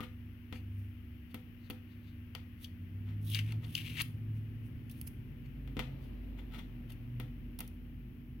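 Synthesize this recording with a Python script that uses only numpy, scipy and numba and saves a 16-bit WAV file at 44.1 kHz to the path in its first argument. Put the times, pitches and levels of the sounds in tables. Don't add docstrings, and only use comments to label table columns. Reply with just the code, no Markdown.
import sys
import numpy as np
from scipy import signal
from scipy.fft import rfft, irfft
from scipy.io import wavfile
from numba import njit

SR = 44100
rng = np.random.default_rng(int(sys.argv[2]) if len(sys.argv) > 2 else 0)


def wav_record(signal):
    frames = np.transpose(np.atleast_2d(signal))
    bounded = np.clip(frames, -1, 1)
    quanta = np.round(bounded * 32767).astype(np.int16)
    wavfile.write(sys.argv[1], SR, quanta)


N = 370440
T = np.arange(N) / SR
BLOW_S = .004
# (frequency [Hz], relative level [dB])
TICK_SPECTRUM = [(300, -31), (1000, -5), (3000, -14), (5500, 3.5), (7500, -7.5), (9000, 1.5), (11500, 6),
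                 (14000, 3.5), (16000, 6)]


def tape():
    effort, span_hz = peel()
    slips = unit(amp(1.92 * walk(210)))
    fractures = crackle(rate=2400, spread_db=2.5) * slips * effort
    threads = crackle(rate=12000, spread_db=1.5)
    picks = picking()
    picked = bursts(picks, threads, column=3, crack=3.5)
    flap = bursts([(4.007, .0077, .0077, -41)], threads, column=3)
    body = span(fractures, span_hz, width_hz=1340, rustle_db=-35)
    body += span(picked, curves(picks)[-1], width_hz=1200, rustle_db=-8.5)
    body += span(flap, np.full(N, 1450.), width_hz=780, rustle_db=-22)
    body = np.array([body, .65 * body + .75 * diffuse(body, decay_s=.002, delay_s=.0002)])
    reference_hz, reference_db, db_per_octave = 2940, -45, 30.5
    fizz_db = -53 + db_per_octave * np.log2(span_hz / reference_hz)
    fizzing = slips * amp(fizz_db) * (effort / amp(reference_db)) ** .68
    shared, own = (fizz(fizzing, picks) for port in range(2))
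    treble = np.array([shared, .5 * np.roll(shared, 2) + .85 * own])
    return room(body, room_db=-14.5, decay_s=.035) + room(treble, room_db=-15, decay_s=.049)


def peel():
    # (time [s], level [dB])
    first_pull = [(3.215, -81), (3.29, -54), (3.342, -40.5), (3.356, -32), (3.378, -42.5), (3.396, -36.5),
                  (3.422, -63.5), (3.51, -49), (3.545, -78)]
    second_pull = [(3.62, -73), (3.735, -55), (3.78, -37.5), (3.83, -51), (3.875, -45.5), (3.945, -48),
                   (4.008, -30), (4.026, -54), (4.06, -78)]
    first_hz, second_hz = (3470, 2400), (2940, 2480)
    sag_share = .33
    effort, hz = np.zeros(N), np.full(N, float(first_hz[0]))
    for pull, (grip_hz, limit_hz) in [(first_pull, first_hz), (second_pull, second_hz)]:
        begun = T > pull[0][0]
        force = amp(curves(pull)[0]) * (begun & (T < pull[-1][0]))
        peeled = np.cumsum(force) / force.sum()
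        hz = np.where(begun, limit_hz + (grip_hz - limit_hz) * np.exp(-peeled / sag_share), hz)
        effort += force
    return effort, hz


def picking():
    # (time [s], decay [s],
    # span level [dB], fizz level [dB], resonance [Hz])
    glue_snaps = [(1.346, .0017, -48.5, -52, 2450), (1.705, 0.0037, -42, -51, 2930),
                  (2.351, 0.0014, -40, -56, 2970), (2.6442, 0.0044, -40.5, -63, 3430),
                  (3.3468, 0.0031, -27, -44, 3330), (3.3899, .0044, -33, -59, 2880),
                  (3.522, .0025, -42, -52, 2640), (3.7522, .0017, -26.5, -43, 3020),
                  (4.0007, 0.003, -36, -50, 2220), (4.0175, 0.0025, -64, -33.5, 4400),
                  (4.897, 0.0071, -52.5, -58, 2600), (4.913, .007, -69, -51.5, 3955),
                  (5.0138, 0.002, -57, -44.5, 3043), (6.92, .008, -54.5, -55.5, 2980),
                  (7.5894, .003, -51, -42.5, 3484), (7.605, 0.0027, -44.5, -38, 3150),
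                  (7.6773, .0029, -60, -51.5, 3480)]
    # (time [s], rise and fall [s], span level [dB], fizz level [dB], resonance [Hz])
    tape_rubs = [(.56, 0.018, -52.5, -66, 2410), (.8, .08, -88, -72.5, 3500),
                 (1.315, 0.015, -64, -74, 3200), (1.66, 0.041, -70, -80, 4200),
                 (1.92, .025, -70, -87, 3680), (2.08, .04, -68, -82, 3680), (2.635, 0.019, -58, -57, 3440),
                 (3.648, .005, -50.5, -72, 3076), (4.012, 0.0044, -31.5, -42.5, 3000),
                 (4.37, .025, -76, -70.5, 3200), (4.665, .024, -94, -69.5, 3980),
                 (4.99, 0.065, -72, -66.5, 3400), (5.076, 0.0042, -55.5, -42.5, 2800),
                 (5.46, 0.0065, -60.5, -82, 2698), (6.045, .035, -66, -72, 3040),
                 (6.904, 0.0072, -56, -59, 3210)]
    attack_s = .00054
    snaps = [(s, attack_s, *rest) for s, *rest in glue_snaps]
    rubs = [(s, length, length, *rest) for s, length, *rest in tape_rubs]
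    return sorted(snaps + rubs)


def span(x, hz, width_hz, rustle_db):
    # (frequency [Hz], relative level [dB])
    paper_spectrum = [(100, -21), (700, -16.5), (1400, -33), (2500, -13), (4400, 14), (5200, -4),
                      (6500, -2.5), (9000, -36), (16000, -10)]
    width = float(width_hz)
    ring = resonance(resonance(x + 1e-18, hz, width), hz, width)
    power_gain = np.sqrt(2 * SR / (np.pi * width))
    return ring * power_gain + amp(rustle_db) * colour(x, paper_spectrum)


def fizz(envelope, picks):
    ticks = crackle(rate=7100, spread_db=3) * envelope
    threads = crackle(rate=12000, spread_db=1.5)
    return colour(ticks + bursts(picks, threads, column=4, crack=4), TICK_SPECTRUM)


def basin():
    # (time [s], knock level [dB], thud level [dB], nail level [dB])
    finger_taps = [(.006, -43.5, -43, -58.5), (0.5264, -44, -46.5, -65), (1.3442, -46, -47, -54.5),
                   (1.7009, -44, -43, -52), (2.351, -43, -70, -60), (5.6761, -55.5, -70, -71),
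                   (5.7687, -44, -37.5, -68), (5.793, -33, -84, -54), (7.1998, -44.5, -46.5, -55),
                   (7.6067, -44.5, -64, -69.5)]
    # (time [s], rise [s], fall [s], knock level [dB], nail level [dB])
    finger_scrapes = [(.033, 0.006, 0.0089, -47.5, -63.5), (3.09, 0.021, 0.032, -62, -87),
                      (3.53, 0.031, .017, -58.5, -77), (3.638, 0.014, 0.034, -58.5, -84),
                      (5.796, 0.001, 0.0047, -46, -66.5), (6.39, 0.011, .01, -55.5, -75),
                      (6.547, 0.018, 0.01, -51.5, -69), (6.592, 0.018, 0.0077, -49, -67.5),
                      (6.9, .01, .02, -65, -84), (7.212, 0.0039, 0.033, -70, -81),
                      (7.591, 0.00098, 0.0058, -50, -73.5)]
    # (frequency [Hz], relative level [dB])
    knock_spectrum = [(60, 2), (200, -5), (450, -4.5), (900, -2.5), (1400, -2), (1900, 1), (2500, 0.5),
                      (3400, -0.5), (4100, -9.5), (5200, -15), (8000, -27.5), (16000, -36)]
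    thud_spectrum = [(30, -23), (100, 5.5), (220, -13), (320, -2), (430, -8), (700, -29), (1500, -23),
                     (4000, -67)]
    # (frequency [Hz], relative level [dB], t60 [s])
    basin_modes = [(233.8, 3.5, 0.31), (270, 5, 0.12), (500.6, -7.5, 0.31), (771, -15.5, 0.39),
                   (905, -22, 0.35), (1320, -14.5, 0.3), (1438, -32, 0.15), (1720, -20, 0.29),
                   (2070, -17.5, 0.26), (2400, -18, 0.12), (2726, -37.5, 0.053), (3630, -25, 0.071)]
    blows = np.zeros((3, N))
    for s, *levels in finger_taps:
        blows[:, int(s * SR)] = amp(levels) * np.sqrt(BLOW_S * SR)
    hard, pad, nail = blows
    stick_slip = crackle(rate=2500, spread_db=4)
    contact = hard + bursts(finger_scrapes, stick_slip, column=3)
    nail_contact = nail + bursts(finger_scrapes, stick_slip, column=4)
    knock = bowl(colour(contact, knock_spectrum), echo_db=2, decay_s=.0094)
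    thud = bowl(colour(pad, thud_spectrum), echo_db=1, decay_s=.028)
    tick = bowl(colour(nail_contact, TICK_SPECTRUM), echo_db=0, decay_s=.001)
    ring = convolve(amp(-7) * pad + amp(-12.5) * contact, modes(basin_modes)) / np.sqrt(BLOW_S * SR)
    return room(knock + thud, room_db=-8, decay_s=.045) + room(tick, room_db=-8, decay_s=.026) + ring


def knife():
    # (frequency [Hz], level [dB], t60 [s])
    knife_modes = [(1200, -48, 0.24), (1230, -46.5, 0.22), (1440, -52, .25), (1740, -60, 0.43),
                   (2440, -61, .15), (2750, -58, .15)]
    return modes(knife_modes)


def bowl(x, echo_db, decay_s):
    return np.array([x + amp(echo_db) * diffuse(x, decay_s, delay_s=.00023) for port in range(2)])


def room(x, room_db, decay_s):
    ports = np.broadcast_to(x, (2, N))
    return np.array([port + amp(room_db) * diffuse(port, decay_s, delay_s=.0064) for port in ports])


def traffic():
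    # (time [s], level [dB])
    traffic_levels = [(0, -56), (2.6, -56), (3.3, -50), (7.4, -50.5), (8.4, -53.5)]
    # (frequency [Hz], relative level [dB])
    rumble_spectrum = [(20, -16), (32, -13.5), (45, -2.5), (80, 7), (130, -0.5), (180, -4), (270, -3.5),
                       (340, -13.5), (450, -21.5), (700, -37), (1200, -38.5), (3000, -62)]
    tyre_spectrum = [(100, -14.5), (350, 4), (650, -3), (1000, -10.5), (1600, -20.5), (4000, -21),
                     (8000, -54)]
    flow = amp(curves(traffic_levels)[0])
    passing = amp(-60.5) * swell(T - 5.92, rise_s=.2, fall_s=.92)
    shared, *own = [colour(n, rumble_spectrum, size=8192) * flow for n in rng.standard_normal((3, N))]
    tyres = np.array([colour(n, tyre_spectrum) for n in rng.standard_normal((2, N))])
    return shared + amp(-6.5) * np.array(own) + tyres * np.hypot(flow * amp(-22.5), passing)


def engines():
    # (time [s], frequency [Hz], level [dB])
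    track_a = [(0, 101, -53), (.8, 98.5, -41), (1.3, 95.5, -58.5), (2.18, 99.2, -48), (3.3, 102, -61),
               (3.55, 103, -50), (3.95, 105.7, -50), (4.33, 107.8, -39.5), (4.5, 109.3, -49),
               (5, 110.9, -44.5), (6.3, 117, -75)]
    track_b = [(0, 74.1, -59.5), (.8, 72.1, -48.5), (1.75, 68, -75), (2.2, 76.4, -45), (2.5, 80.3, -55),
               (3.1, 100.9, -40), (3.45, 106, -34.5), (3.68, 113.6, -48.5), (4.2, 121.1, -47),
               (4.6, 125, -59), (5.9, 133.9, -49), (6.45, 118, -68), (7.18, 120.7, -42.5), (7.45, 124, -65),
               (8.4, 130.9, -54)]
    track_c = [(2.6, 51.3, -73), (3, 53, -50), (4.1, 50.7, -48.5), (4.7, 47.83, -54.5), (6.5, 47, -65)]
    track_exhaust = [(2.5, 41.1, -68), (5.2, 48, -57), (5.7, 50.24, -47), (6.5, 49.04, -46),
                     (6.95, 44.8, -51), (8.4, 49.73, -53)]
    # (frequency multiple, relative level [dB])
    orders_a = [(1, -1.5), (2, -21.5), (3, -32.5)]
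    orders_b = [(5 / 8, -18), (1, 0), (2, -18.5)]
    orders_c = [(3, -1.5), (6, -22)]
    orders_exhaust = [(1, 0), (5 / 3, -19), (16 / 3, -11), (22 / 3, -28.5)]
    drone = np.zeros(N)
    for track, orders in [(track_a, orders_a), (track_b, orders_b), (track_c, orders_c),
                          (track_exhaust, orders_exhaust)]:
        hz, db = curves(track)
        phase = 2 * np.pi * np.cumsum(hz * (1 + .00595 * walk(9))) / SR
        for multiple, relative_db in orders:
            waver_db = 3 * walk(5)
            drone += amp(db + relative_db + waver_db) * np.sin(multiple * phase + 2 * np.pi * rng.random())
    return np.sqrt(2) * drone


def hum():
    # (frequency [Hz], level [dB])
    harmonics = [(120, -66), (180, -69), (240, -55.5), (300, -68), (360, -77)]
    tones = sum(amp(db) * np.sin(2 * np.pi * (hz * T + rng.random())) for hz, db in harmonics)
    return np.sqrt(2) * tones * amp(.15 * walk(1.1))


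def hiss():
    # (frequency [Hz], relative level [dB])
    left_spectrum = [(300, -3.5), (700, -13), (1200, -5.5), (1900, 1.5), (2900, 1.5), (3300, -5.5),
                     (3800, -16), (5500, -20.5), (7000, -30.5), (9000, -32.5), (10500, -19.5),
                     (12000, -15.5), (16000, -14.5)]
    right_spectrum = [(300, 4.5), (700, 2), (1300, -4), (2500, -7), (4000, -12), (6000, -15.5),
                      (7500, -24.5), (9000, -18.5), (10500, -12), (12000, -2.5), (16000, -4)]
    fade_start_s, fade_db_per_s = 7.22, 3.5
    fade_db = fade_db_per_s * np.maximum(T - fade_start_s, 0)
    left = colour(rng.standard_normal(N), left_spectrum) * amp(-63 - fade_db)
    right = colour(rng.standard_normal(N), right_spectrum) * amp(-69.5)
    return np.array([left, right])


def crackle(rate, spread_db):
    sizes = amp(spread_db * np.minimum(rng.exponential(size=N), 4))
    return unit((rng.random(N) < rate / SR) * sizes * rng.choice([-1, 1], N))


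def bursts(rows, grains, column, crack=0):
    out = np.zeros(N)
    for row in rows:
        s, rise, fall = row[:3]
        part = slice(max(int((s - 4 * rise) * SR), 0), int((s + 5 * fall) * SR))
        shape = swell(T[part] - s, rise, fall)
        flurry = grains[part] * shape
        flurry[np.argmax(shape)] += crack
        energy = max(shape @ shape, BLOW_S * SR)
        out[part] += amp(row[column]) * flurry * np.sqrt(energy / (flurry @ flurry + 1e-6))
    return out


@njit
def resonance(x, hz, width):
    y, band_state, low_state = np.empty(len(x)), 0., 0.
    for i in range(len(x)):
        tuning, damping = np.tan(np.pi * hz[i] / SR), width / hz[i]
        band = (band_state + tuning * (x[i] - low_state)) / (1 + tuning * (tuning + damping))
        band_state = 2 * band - band_state
        low_state += 2 * tuning * band
        y[i] = damping * band
    return y


def modes(table):
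    return sum(amp(db - 60 * T / t60) * np.sin(2 * np.pi * hz * T) for hz, db, t60 in table)


def diffuse(x, decay_s, delay_s):
    t = T[:SR // 2]
    echoes = rng.standard_normal(len(t)) * np.exp(-t / decay_s) * (t > delay_s)
    flat = irfft(np.exp(1j * np.angle(rfft(echoes))))
    tail = flat * (t > delay_s) * np.exp(-(t / (5 * decay_s)) ** 2)
    return convolve(x, tail / np.linalg.norm(tail))


def response(points, size=2048):
    hz, db = np.transpose(points)
    bin_hz = np.arange(size // 2 + 1) * SR / size
    gain = amp(np.interp(np.log(bin_hz + 1), np.log(hz), db))
    cepstrum = irfft(np.log(gain))
    cepstrum[1:size // 2] *= 2
    cepstrum[size // 2 + 1:] = 0
    return irfft(np.exp(rfft(cepstrum)))


def colour(x, points, size=2048):
    h = response(points, size)
    return convolve(x, h / np.linalg.norm(h))


def convolve(x, h):
    return signal.oaconvolve(x, h)[:N]


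def swell(t, rise_s, fall_s):
    return np.exp(np.where(t < 0, t / rise_s, -t / fall_s))


def walk(rate):
    knots = rng.standard_normal(2048)
    return 1.202 * np.interp(T * rate, np.arange(len(knots)), knots)


def curves(rows):
    s, *columns = np.transpose(rows)
    return [np.interp(T, s, c) for c in columns]


def amp(db):
    return 10 ** (np.asarray(db) / 20)


def unit(x):
    return x / np.sqrt(np.mean(x ** 2))


def scene():
    # (frequency [Hz], gain [dB])
    right_port = [(100, -0.5), (600, -1.5), (1300, -4.5), (2400, -11.5), (4400, -11), (6500, -1), (9000, 5),
                  (11000, 7.5), (13000, 7), (16000, 4.5)]
    left, right = tape() + basin() + knife()
    near = np.array([left, convolve(right, response(right_port))])
    return near + traffic() + hiss() + hum() + engines()


def record(dry):
    cutoff_hz = 15850
    return signal.sosfilt(signal.ellip(10, .2, 70, cutoff_hz, fs=SR, output="sos"), dry)


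dry = scene()
out = record(dry)
wav_record(out)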